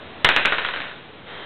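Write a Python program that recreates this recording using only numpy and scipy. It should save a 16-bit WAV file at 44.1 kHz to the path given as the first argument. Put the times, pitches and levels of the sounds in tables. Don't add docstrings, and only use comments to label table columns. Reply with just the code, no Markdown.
import sys
import numpy as np
from scipy import signal
from scipy.fft import rfft, irfft
from scipy.io import wavfile

SR = 44100
rng = np.random.default_rng(int(sys.argv[2]) if len(sys.argv) > 2 else 0)


def to_wav(s):
    ch = np.atleast_2d(s).T
    pcm = np.round(np.clip(ch, -1, 1) * 32767)
    wavfile.write(sys.argv[1], SR, pcm.astype(np.int16))


N = 63945
T = np.arange(N) / SR


def from_db(db):
    return 10 ** (np.asarray(db) / 20)


def rms_one(x):
    return x / np.sqrt(np.mean(x ** 2) + 1e-20)


def at_hz(points, hz, axis=1):
    table = np.array(points)
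    return np.interp(np.log(np.maximum(hz, 1)), np.log(table[:, 0]), table[:, axis])


def lag(x, seconds):
    r = np.exp(-1 / (seconds * SR))
    return signal.lfilter([1 - r], [1, -r], x)


def decay(t60):
    return rms_one(np.exp(-np.log(1000) * T / t60))


def colour(x, spectrum):
    hz = np.arange(N + 1) * SR / (2 * N)
    cepstrum = irfft(np.log(from_db(at_hz(spectrum, hz))))
    cepstrum[1:N] *= 2
    cepstrum[N + 1:] = 0
    response = np.exp(rfft(cepstrum))
    return irfft(rfft(x, 2 * N) * response)[:N]


def noise(spectrum):
    x = colour(rng.standard_normal(N), spectrum)
    return x / np.std(narrow_band(x))


def click(s, db):
    return from_db(db) * (np.arange(N) == int(s * SR))


def ring(x, hz, t60):
    r = from_db(-60 / (t60 * SR))
    w = 2 * np.pi * hz / SR
    tiny = 1e-18
    return signal.lfilter([1, -r * np.cos(w)], [1, -2 * r * np.cos(w), r * r], x + tiny)


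# time in seconds, relative strength in dB, pitch of the clack in Hz,
# relative strength of the sharp tick in dB.
DIE_CONTACTS = [(.2460, -5.5, 2900, 6), (0.2483, 1, 1887, -1.5), (0.2646, -13, 3343, -1),
                (.2890, -3, 2500, 4), (0.2904, 0.5, 1580, -6.5), (0.3632, 0, 2670, 0),
                (0.3704, -3, 1610, -5), (0.4501, -7.5, 1580, -3.5), (0.4515, -3, 1565, -5),
                (.4560, 0.5, 2437, -4), (0.5224, -7, 1500, 2), (0.525, -7, 1423, -12),
                (0.5828, -11, 2464, 2), (0.585, -6.5, 1594, -7), (.6180, -22.5, 1706, 9),
                (.6480, -12.5, 2675, -1), (0.6489, -8, 1556, -5.5), (0.6633, -12.5, 3230, -9),
                (0.6873, -11.5, 1460, 1), (0.7366, -18.5, 3000, 2), (0.7386, -11, 1500, -6.5),
                (.7610, -18.5, 1670, 6.5), (.7740, -25, 1594, 6.5), (.8030, -20.5, 1790, 6.5),
                (0.818, -15, 2380, -8.5)]
THUD_HZ, THUD_DB, THUD_T60_S = 129, -19, .08


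def die(spots=6):
    contacts = list(DIE_CONTACTS) + rocking()
    thud = ring(click(DIE_CONTACTS[0][0], THUD_DB), THUD_HZ, THUD_T60_S)
    return sum(knocks(contacts[k::spots]) for k in range(spots)) + table_top() + thud


ROCK_START_S, ROCK_END_S = .84, .912
ROCK_DB, ROCK_FADE_DB_PER_S, ROCK_HZ = -25.5, 11.5, 1500


def rocking(count=6):
    slip, vary_db = rng.standard_normal((2, count))
    steps = (np.arange(count) + 0.17 * slip) / (count - 1)
    times = ROCK_START_S + (ROCK_END_S - ROCK_START_S) * steps
    levels = ROCK_DB - ROCK_FADE_DB_PER_S * (times - ROCK_START_S) + vary_db
    return [(s, db, ROCK_HZ, 0) for s, db in zip(times, levels)]


# frequency in Hz, relative level in dB.
TICK_COLOUR = [(30, -14), (120, -10), (300, -2.5), (600, 3), (1000, 3), (1700, 6), (2600, -1), (3600, -1),
               (4500, 0)]
TICK_DB, CLACK_T60_S = 16.5, 0.0076
CLACK_TO_ROOM_DB = -7


def knocks(contacts):
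    ticks = sum(click(s, db + tick_db) for s, db, _, tick_db in contacts)
    ticks = from_db(TICK_DB) * colour(ticks, TICK_COLOUR)
    clacks = sum(ring(click(s, db), hz, CLACK_T60_S) for s, db, hz, _ in contacts)
    echoes = room(ticks + from_db(CLACK_TO_ROOM_DB) * clacks)
    return disperse(ticks + clacks + echoes)


# centre in Hz, width in Hz.
BENDING_SPREAD = [(900, 1600), (1400, 1100), (1900, 1200), (2700, 1940)]


def disperse(x):
    for hz, width_hz in BENDING_SPREAD:
        r = np.exp(-np.pi * width_hz / SR)
        poles = [1, -2 * r * np.cos(2 * np.pi * hz / SR), r * r]
        x = signal.lfilter(poles[::-1], poles, x)
    return x


# mode in Hz, mean level in dB, time to fall 60 dB in seconds.
TABLE_MODES = [(481, -42, .6), (578, -38, .55), (636, -41, 0.78), (1087, -37, 0.5), (1297, -36, .4),
               (1462, -37, 0.13), (1532, -37, 0.56), (1670, -37, 0.2), (1850, -36.5, 0.18),
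               (1858, -36, .35), (2030, -39.5, 0.28), (2310, -55.5, .25), (2490, -29.5, .3),
               (2867, -40, .25)]
MODE_VARY_DB = 4.5


def table_top():
    s, db = np.transpose(DIE_CONTACTS)[:2]
    out = 0
    for hz, mode_db, t60 in TABLE_MODES:
        blows = np.zeros(N)
        strike_db = db + mode_db + MODE_VARY_DB * rng.standard_normal(len(s))
        blows[(s * SR).astype(int)] = from_db(strike_db)
        out = out + ring(blows, hz, t60)
    return out


# mean delay in seconds, level in dB.
FIRST_REFLECTIONS = [(.0078, -29), (0.0113, -13.5), (0.0221, -11.5)]
ECHO_VARY = 0.11
# frequency in Hz, relative level in dB, time to fall 60 dB in seconds.
ROOM_ECHO = [(60, 0, .9), (256, 2, .9), (600, 2, 0.51), (1150, -0.5, 0.47), (2050, 2.5, 0.47), (3170, 3, 1),
             (4000, 2, 0.24)]
TAIL_DB = .5
EARLY_T60_S, ROOM_BUILD_S = .115, .003


def room(x):
    edges = np.geomspace(30, 6000, 15)
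    white, response = rng.standard_normal((2, N)), 0
    early = decay(EARLY_T60_S)
    for k, (low, high) in enumerate(zip(edges, edges[1:])):
        band = signal.sosfilt(signal.butter(2, [low, high], "band", fs=SR, output="sos"), white[k % 2])
        hz = np.sqrt(low * high)
        tail = from_db(TAIL_DB) * decay(at_hz(ROOM_ECHO, hz, axis=2))
        envelope = np.hypot(tail, early) / np.sqrt(N)
        response = response + band * from_db(at_hz(ROOM_ECHO, hz)) * envelope
    response = response * (1 - np.exp(-T / ROOM_BUILD_S))
    for s, db in FIRST_REFLECTIONS:
        response = response + click(s * (1 + ECHO_VARY * rng.uniform(-1, 1)), db)
    return signal.fftconvolve(x, response)[:N]


# frequency in Hz, relative level in dB per Hz.
SLIDE_COLOUR = [(60, -3), (200, -7), (480, 5), (900, 1.5), (1400, 3), (1950, 3.5), (2750, -4.5),
                (3400, -0.5), (4000, -3)]
SLIDE_START_S, SLIDE_ATTACK_S, SLIDE_DB = 1.26, 0.011, -35
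SQUEAK_HZ, SQUEAK_WAVER_HZ, SQUEAK_WAVER_S = 3158, 22, 0.0054
SQUEAK_DB, SQUEAK_ATTACK_S = -43, 0.076


def slide():
    age = np.maximum(T - SLIDE_START_S, 0)
    hiss = from_db(SLIDE_DB) * noise(SLIDE_COLOUR) * (1 - np.exp(-age / SLIDE_ATTACK_S))
    waver = rms_one(lag(rng.standard_normal(N), SQUEAK_WAVER_S))
    hz = SQUEAK_HZ + SQUEAK_WAVER_HZ * waver
    squeak = from_db(SQUEAK_DB) * rms_one(np.sin(2 * np.pi * np.cumsum(hz) / SR))
    return hiss + squeak * np.minimum(age / SQUEAK_ATTACK_S, 1)


# frequency in Hz, relative level in dB per Hz.
AIR_COLOUR = [(30, -13), (70, -4), (160, -1.5), (280, -2.5), (430, -1.5), (660, -4), (900, -6.5),
              (1800, -9), (3000, -11), (4000, -11.5)]
AIR_DB = -39.5


def room_noise():
    return from_db(AIR_DB) * noise(AIR_COLOUR)


def scene():
    return (die() + slide() + room_noise())[None]


BAND_EDGE_HZ, WALL_HZ, CUTOFF_HZ = 3916, 4300, 16000


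def narrow_band(x):
    hz = np.arange(N + 1) * SR / (2 * N)
    loss = np.sqrt(1 + (hz / BAND_EDGE_HZ) ** 48 + (hz / WALL_HZ) ** 150)
    return irfft(rfft(x, 2 * N) / loss)[:N]


GAIN_THRESHOLD_DB, GAIN_SLOPE = -10, 0.24
GAIN_ATTACK_S, GAIN_RELEASE_DB_PER_S = 0.009, 1
BIAS_SHARE, BIAS_LAG_S, CLIP_LEVEL = 0.31, 0.0098, .72


def record(dry):
    x = narrow_band(dry[0])
    over_db = np.maximum(20 * np.log10(np.abs(x) + 1e-9) - GAIN_THRESHOLD_DB, 0)
    release_db = GAIN_RELEASE_DB_PER_S * T
    held_db = np.maximum.accumulate(over_db + release_db) - release_db
    x = x * from_db(-GAIN_SLOPE * lag(held_db, GAIN_ATTACK_S))
    sag = BIAS_SHARE * narrow_band(lag(np.abs(x), BIAS_LAG_S))
    x = np.clip(x - sag, -CLIP_LEVEL, CLIP_LEVEL)
    return signal.sosfilt(signal.cheby2(12, 70, CUTOFF_HZ, fs=SR, output="sos"), x)[None]


dry = scene()
out = record(dry)
to_wav(out)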